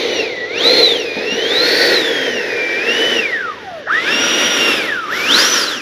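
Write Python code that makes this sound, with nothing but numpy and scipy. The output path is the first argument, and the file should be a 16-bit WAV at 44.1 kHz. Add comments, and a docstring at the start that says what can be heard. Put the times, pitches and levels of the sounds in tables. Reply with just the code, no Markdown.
"""Wet pavement: a model jet with a twelve-blade electric ducted fan taxis in throttle bursts.
The blades whistle through the duct, the motor sings in its housing, the turbulent exhaust roars.
The fan almost stops and restarts with a motor chirp; a thin squeal marks the last spool-up.
The rush changes colour as the jet turns tail-on, nose-on, side-on. Wheels bump over joints.
Behind it lie a low outdoor rumble and a soft, steady hiss."""
import sys
import numpy as np
from scipy import signal
from scipy.fft import rfft, irfft, next_fast_len
from scipy.io import wavfile

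SR = 44100
rng = np.random.default_rng(int(sys.argv[2]) if len(sys.argv) > 2 else 0)


def transcribe(u):
    """Save the signal u as a 16-bit wav file named by the first command-line argument.

    u: samples, shape (n,) or (channels, n), limited to [-1, 1]; the rate is SR.
    q: integer samples, one column per channel.
    """
    v = np.clip(np.atleast_2d(u).T, -1, 1)
    q = np.round(v * 32767).astype(np.int16)
    wavfile.write(sys.argv[1], SR, q)


N = 256220
TIME = np.arange(N) / SR
CRUISE_HZ = 250  # shaft speed
TAIL, QUARTER, NOSE, SIDE = range(4)  # tail-on, rear quarter, nose-on, side-on

# turn of the jet: t/s, heading/(TAIL..SIDE)
HEADING = [(0, 0), (.9, 0), (1.5, 0.53), (2.0, 1.17), (2.4, 1), (3.55, 1.5), (3.9, 2), (4.9, 2), (5.3, 3),
           (5.81, 3)]
# throttle bursts: t/s, shaft speed/Hz
SHAFT = [(0.0, 266), (0.196, 231.5), (0.356, 167.7), (0.563, 211.9), (0.656, 321.7), (0.696, 339.7),
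         (0.851, 332), (0.89, 312.5), (1.056, 212), (1.178, 204.8), (1.271, 224.1), (1.482, 277.3),
         (1.575, 327.8), (1.816, 378), (1.856, 377), (2.075, 287.9), (2.306, 253), (2.346, 240.3),
         (2.701, 194.4), (2.741, 194.4), (2.978, 245.2), (3.018, 248.2), (3.157, 243), (3.268, 189.6),
         (3.582, 80.4), (3.821, 47.06), (3.865, 41.5), (3.898, 98.3), (4.067, 191.8), (4.107, 221.4),
         (4.168, 233), (4.296, 237.7), (4.612, 233.9), (4.719, 225.7), (5.031, 108.5), (5.095, 103.5),
         (5.134, 154.4), (5.28, 226), (5.359, 345), (5.505, 497.3), (5.553, 486.4), (5.621, 406),
         (5.81, 200.6)]


def shaft_speed():
    """Shaft speed/Hz: rotor inertia rounds the throttle changes, turbulence jitters the pitch."""
    return glide(SHAFT) * (1 + 0.001 * wobble(45) + 0.00155 * wobble(260))


def blades(shaft_hz, shaft_rad):
    """Twelve blades whistle through the duct; uneven inflow shakes the tone and adds a noise skirt."""
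    # duct response to the blade tone: f/Hz, level/dB
    duct = [(510, -42.5), (720, -30.5), (870, -47), (1220, -25.5), (1780, -19.5), (2150, -29.5),
            (2390, -24), (2550, -28.5), (2760, -20.5), (2980, -25), (3350, -22), (3750, -19.5),
            (4030, -16.8), (4250, -19), (4400, -23), (4540, -19), (5800, -13)]
    # duct response to its octave, one strong resonance: f/Hz, level/dB
    duct_octave = [(1100, -71), (3690, -45.5), (4770, -46), (4970, -37), (5230, -41), (5560, -31.5),
                   (5690, -27.5), (5900, -38), (8300, -50), (9050, -40.5), (12000, -42)]
    # blade tone envelope, apart from pitch: t/s, level/dB
    envelope = [(.06, -9), (.2, -1.5), (.49, -3), (.62, 5), (.92, 5), (.98, -3), (1.58, 1.7), (2.48, -5),
                (2.6, 1.7), (3.17, 6), (3.44, 0), (3.94, 8.5), (4.07, 1), (4.9, 1), (5.18, 1), (5.31, 9.5),
                (5.48, -5.5), (5.81, -5)]
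    blade_hz, blade_rad = 12 * shaft_hz, 12 * shaft_rad
    _, _, _, beam_db, _ = directivity_db()
    tone_db = response_db(duct, blade_hz) + curves(envelope)[0]
    octave_db = response_db(duct_octave, 2 * blade_hz) + beam_db
    flutter = wobble(130) * shaft_hz / 300
    swell_db = 2.4 * duct_ripple(blade_hz, spacing_hz=55)
    whistle = amp(tone_db + swell_db + 0.58 * wobble(32) + 2.0 * flutter) * np.sin(blade_rad)
    octave_swell_db = 2.1 * duct_ripple(2 * blade_hz, spacing_hz=110.5)
    whistle += amp(octave_db + octave_swell_db + 1.2 * flutter) * np.sin(2 * blade_rad)
    # thin third harmonic, from behind at high speed
    third = np.sin(3 * blade_rad) + narrow_band(3 * blade_rad, width_hz=260)
    whistle += amp(-46) * facing(0.85) * (shaft_hz / 375) ** 9 * third
    skirt = amp(tone_db - 8.5) * narrow_band(blade_rad, width_hz=120)
    skirt += amp(octave_db - 8.5) * narrow_band(2 * blade_rad, width_hz=110)
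    # slower tip eddies hum just under the tone
    _, rush_db, _ = air_levels_db(shaft_hz)
    behind = np.hypot(facing(TAIL), facing(QUARTER))
    eddy_gain = amp(rush_db - 4.5) * behind * (shaft_hz / 370) ** 4
    eddies = eddy_gain * narrow_band(11.3 * shaft_rad, width_hz=410)
    return np.sqrt(2) * whistle + skirt + eddies


def duct_ripple(hz, spacing_hz):
    """Duct modes and reflections favour some pitches: a gliding tone swells and dips."""
    knots = rng.standard_normal(512)
    return np.interp(hz / spacing_hz, np.arange(len(knots)), np.clip(knots, -2.2, .8))


def motor(shaft_hz, shaft_rad):
    """Motor tones swell through the housing resonance over a rasp; imbalance hums at shaft speed."""
    # motor tones: multiple of shaft speed, level/dB
    orders = [(4, 2.5), (5, -15), (6, -2.5), (8, 3), (16, -7), (20, -7), (24, -4), (32, -17)]
    housing_hz, housing_width_hz = 1540, 680
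    song = np.zeros(N)
    for order, db in orders:
        detune = 2 * (order * shaft_hz - housing_hz) / housing_width_hz
        song += amp(db + 2.9 * wobble(30)) / (1 + detune ** 4) * np.sin(order * shaft_rad)
    rasp = amp(-7.5) * noise([(1150, -41), (1420, -3), (1620, 1), (1850, -1), (2200, -28)])
    hum_gain = amp(-30 + 1.2 * wobble(14)) * np.clip((shaft_hz - 200) / 55, 0, 1)
    hum = hum_gain * (1 - 0.64 * facing(TAIL)) * np.sin(shaft_rad)
    return amp(motor_level_db()) * (song + rasp) + hum


def motor_level_db():
    """Level follows torque (cruise = 1): air drag, as speed squared, plus spin-up."""
    spin_up_hz_per_s, min_torque, db_per_doubling = 800, 0.58, 8
    shaft_hz = glide(SHAFT)
    torque = (shaft_hz / CRUISE_HZ) ** 2 + np.gradient(shaft_hz) * SR / spin_up_hz_per_s
    *_, motor_db = directivity_db()
    return motor_db + db_per_doubling * np.log2(np.maximum(torque, min_torque))


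def airflow(shaft_hz):
    """Turbulent exhaust roar, rush through the duct resonances, hiss off the blade tips."""
    # exhaust spectra, from behind and from elsewhere: f/Hz, level/dB
    roar_tail = [(60, -40), (130, -25.5), (220, -19.5), (300, -8.5), (400, -3.5), (475, 3), (560, -7.5),
                 (700, -12.5), (900, -19), (1400, -38.5)]
    roar_front = [(60, -32), (130, -17.5), (230, -4), (330, 2), (430, 0), (580, -1), (700, -7.5),
                  (900, -10.5), (1400, -21)]
    # duct rush spectra by heading: f/Hz, level/dB
    rush_tail = [(600, -23.5), (1000, -12), (1350, -11.5), (1650, -9.5), (2000, 0), (2300, -1),
                 (2700, -5.5), (3100, -8.5), (3600, 1), (4300, -2.5), (5100, -16), (5800, -12.5),
                 (7000, -27.5), (9000, -47)]
    rush_quarter = [(600, -40), (950, -11), (1250, -16), (1500, 0), (1700, 1), (1880, 8), (2100, -1),
                    (2500, -5), (3000, -11.5), (3600, -7), (4500, -13), (5250, -9.5), (6300, -20),
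                    (9000, -51)]
    rush_nose = [(600, -21), (900, -12), (1200, -5), (1450, -1), (1750, -2.5), (2300, -1.5), (2800, 0),
                 (3700, 1), (4150, -12), (4600, -10), (5700, -9.5), (6300, -18.5), (7500, -24), (9000, -23)]
    rush_side = [(600, -33), (950, -6.5), (1200, 0.5), (1500, 4.5), (1900, -0.5), (2300, -6), (3200, -1),
                 (4000, -6), (4800, -8), (5600, -3), (6300, -13.5), (7500, -19), (9000, -30)]
    # blade-tip spectrum: f/Hz, level/dB
    tip_hiss = [(5000, -11), (7000, 0), (9000, -3), (10300, 3), (11300, -1), (12300, -5.5), (13600, 0),
                (14800, -15), (15600, -7)]
    roar_db, rush_db, hiss_db = air_levels_db(shaft_hz)
    tail, quarter, nose, side = map(facing, (TAIL, QUARTER, NOSE, SIDE))
    roar = np.hypot(tail, quarter) * noise(roar_tail) + np.hypot(nose, side) * noise(roar_front)
    rush = (tail * noise(rush_tail) + quarter * noise(rush_quarter)
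            + nose * noise(rush_nose) + side * noise(rush_side))
    dull = filtered(rush, lambda hz: 1 / (1 + (hz / 2700) ** 4))
    rush = dull + (rush - dull) * (shaft_hz / 270) ** 0.8  # faster air is brighter
    gust = wobble(18)
    return (amp(roar_db + 0.53 * gust + 0.97 * wobble(40)) * roar
            + amp(rush_db + 0.59 * gust) * rush
            + amp(hiss_db + 0.66 * gust + 0.87 * wobble(70)) * noise(tip_hiss))


def air_levels_db(shaft_hz):
    """Roar, rush and hiss each grow by their own power of the flow."""
    # airflow envelope, apart from speed and heading: t/s, roar and rush/dB, hiss/dB
    envelope = [(0, 1, 5), (.2, 2.3, 4), (.48, -1.5, -4), (.65, 1, 6), (.95, -1, 6.5), (1.2, -0.9, 1.5),
                (1.6, -1.5, -0.5), (2.1, -1.5, -2.5), (2.62, 1.5, -1), (3.05, 0.7, -0.3),
                (3.45, -0.5, -3.5), (3.79, -2.2, 5), (3.85, -6.5, -6), (3.94, 1.3, -3), (4.75, 3.16, 5),
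                (5.02, 1, 1), (5.12, 4.8, 5), (5.32, 5, 6), (5.5, -8, -10), (5.81, -3, -4)]
    draught_hz = 102  # flow floor, as a shaft speed
    doublings = np.log2(np.hypot(shaft_hz, draught_hz) / np.hypot(CRUISE_HZ, draught_hz))
    roar_db, rush_db, hiss_db, _, _ = directivity_db()
    body_db, treble_db = curves(envelope)
    return (roar_db + 12.5 * doublings + body_db,
            rush_db + 13 * doublings + body_db,
            hiss_db + 21.5 * doublings + treble_db)


def directivity_db():
    """Level of each layer as the jet turns."""
    # radiation at cruise, rows TAIL..SIDE: roar/dB, rush/dB, hiss/dB, whistle octave/dB, motor/dB
    radiation = [(-20.5, -23.5, -54, 0, -38.5), (-21, -21, -46, -3.5, -37), (-24, -18, -38.2, 6, -25),
                 (-29, -21, -41.5, -0.5, -41.5)]
    heading, = curves(HEADING)
    return [np.interp(heading, np.arange(len(db)), db) for db in np.transpose(radiation)]


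def facing(view):
    """Equal-power crossfade gain for one side of the jet."""
    return np.sqrt(np.clip(1 - abs(curves(HEADING)[0] - view), 0, 1))


def controller_squeal():
    """The speed controller squeals thinly at the start of the last spool-up."""
    # squeal envelope: t/s, level/dB
    envelope = [(5.08, -90), (5.115, -46), (5.2, -42), (5.25, -43), (5.3, -90)]
    return amp(curves(envelope)[0]) * narrow_band(2 * np.pi * 12500 * TIME, width_hz=330)


def wheels():
    """Each pavement joint thuds through the foam airframe."""
    # wheel bumps: t/s, level/dB
    bumps = [(.155, -40), (1.166, -14), (1.322, -12.5), (2.3, -29)]
    # airframe modes: f/Hz, level/dB, t60/s
    modes = [(220, -5.5, 0.12), (266, 1, 0.077), (366, -8, 0.066), (644, -7, 0.051), (880.6, -8, .05)]
    attack_s = 0.0045
    out = np.zeros(N + SR)
    t = TIME[:SR // 4]
    for start_s, bump_db in bumps:
        thud = sum(amp(db + rng.normal(0, 1.4) - 60 * t / t60_s) * np.sin(2 * np.pi * hz * t)
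                   for hz, db, t60_s in modes)
        out[round(start_s * SR):][:len(t)] += amp(bump_db) * thud * (1 - np.exp(-t / attack_s))
    return out[:N]


def echoes(x, wet_db, t60_s):
    """Early echoes beat against the gliding tones; a short diffuse tail follows."""
    # reflections off ground, posts and wall: delay/s, level/dB
    reflections = [(.0013, -35), (.0047, -19), (.0093, -18.5), (0.016, -19), (0.0232, -27.5)]
    t = TIME[:SR // 3]
    tail = unit(rng.standard_normal(len(t)) * amp(-60 * t / t60_s))
    response = amp(wet_db) * tail / np.sqrt(len(t))
    response[0] = 1
    for delay_s, db in reflections:
        response[round(delay_s * SR)] += amp(db)
    return signal.fftconvolve(x, response / np.linalg.norm(response))[:N]


def ground_bounce(x, lag_s, bounce_db):
    """A reflection whose path drifts as the jet rolls: a slowly moving comb."""
    delay_s = lag_s * (1 + 0.066 * wobble(1.13))
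    echo = np.interp(TIME - delay_s, TIME, x)
    return (x + amp(bounce_db) * echo) / np.hypot(1, amp(bounce_db))


def outdoor_background():
    """Low rumble and soft, steady hiss."""
    # background spectrum: f/Hz, level/dB
    spectrum = [(25, -24), (50, -14), (90, 0), (140, -2), (300, -1), (1000, -15.5), (3000, -7),
                (6000, -17.5), (9000, -50), (15000, -53)]
    return amp(-40.5 + .8 * wobble(3.7)) * noise(spectrum)


def amp(db):
    """dB to gain."""
    return 10 ** (np.asarray(db) / 20)


def unit(x):
    """Scale to rms 1."""
    return x / np.sqrt(np.mean(x ** 2) + 1e-20)


def curves(rows):
    """One per-sample curve for each column after t/s."""
    times_s, *columns = np.transpose(rows)
    return [np.interp(TIME, times_s, column) for column in columns]


def glide(rows):
    """Per-sample cubic through (t/s, value) points."""
    times_s, value = np.transpose(rows)
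    slope, step_s = np.gradient(value, times_s), np.diff(times_s)
    i = np.clip(np.searchsorted(times_s, TIME) - 1, 0, len(step_s) - 1)
    u = np.clip((TIME - times_s[i]) / step_s[i], 0, 1)
    ease = u * u * (3 - 2 * u)
    bend = step_s[i] * u * (1 - u) * (slope[i] * (1 - u) - slope[i + 1] * u)
    return value[i] + np.diff(value)[i] * ease + bend


def response_db(points, hz):
    """Read (f/Hz, level/dB) points on a log frequency axis."""
    points_hz, db = np.transpose(points)
    return np.interp(np.log(hz), np.log(points_hz), db)


def wobble(knots_per_s):
    """Smooth random curve."""
    knots = rng.standard_normal(int(N * knots_per_s / SR) + 4)
    smooth = signal.resample_poly(knots, 8, 1)
    return np.interp(TIME * knots_per_s, np.linspace(0, len(knots), len(smooth), endpoint=False), smooth)


def filtered(x, response):
    """Apply the gain response(f/Hz) by FFT."""
    size = next_fast_len(N + 8192)
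    return irfft(rfft(x, size) * response(np.fft.rfftfreq(size, 1 / SR)), size)[:N]


def noise(spectrum):
    """Noise of rms 1, shaped by (f/Hz, level/dB) points."""
    points_hz, db = np.transpose(spectrum)
    hz = np.fft.rfftfreq(next_fast_len(N, real=True), 1 / SR)
    gain = amp(np.interp(np.log(hz + 1), np.log(points_hz), db, -120, -120))
    white = rng.standard_normal(len(hz)) + 1j * rng.standard_normal(len(hz))
    return unit(irfft(gain * white)[:N])


def narrow_band(phase_rad, width_hz):
    """Noise of rms 1 around a moving tone."""
    pole = np.exp(-2 * np.pi * width_hz / SR)
    in_phase, quadrature = signal.lfilter([1], np.poly([pole, pole]), rng.standard_normal((2, N)))
    return unit(in_phase * np.cos(phase_rad) + quadrature * np.sin(phase_rad))


def scene():
    """The taxiing jet and its reflections over the outdoor background, mono."""
    shaft_hz = shaft_speed()
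    shaft_rad = 2 * np.pi * np.cumsum(shaft_hz) / SR
    tones = echoes(blades(shaft_hz, shaft_rad) + motor(shaft_hz, shaft_rad), wet_db=-14.5, t60_s=0.29)
    air = ground_bounce(airflow(shaft_hz), lag_s=0.00218, bounce_db=-23.5)
    background = outdoor_background()
    return (tones + air + controller_squeal() + wheels() + background)[None]


def record(dry):
    """Microphone: narrow treble notch, clipped peaks, steep band edge."""
    notch_hz, half_width_hz, top_hz = 8270, 260, 15650
    notched = filtered(dry[0], lambda hz: 1 - 0.96 / (1 + ((hz - notch_hz) / half_width_hz) ** 2))
    return filtered(np.clip(notched, -1, 1), lambda hz: hz < top_hz)[None]


dry = scene()
out = record(dry)
transcribe(out)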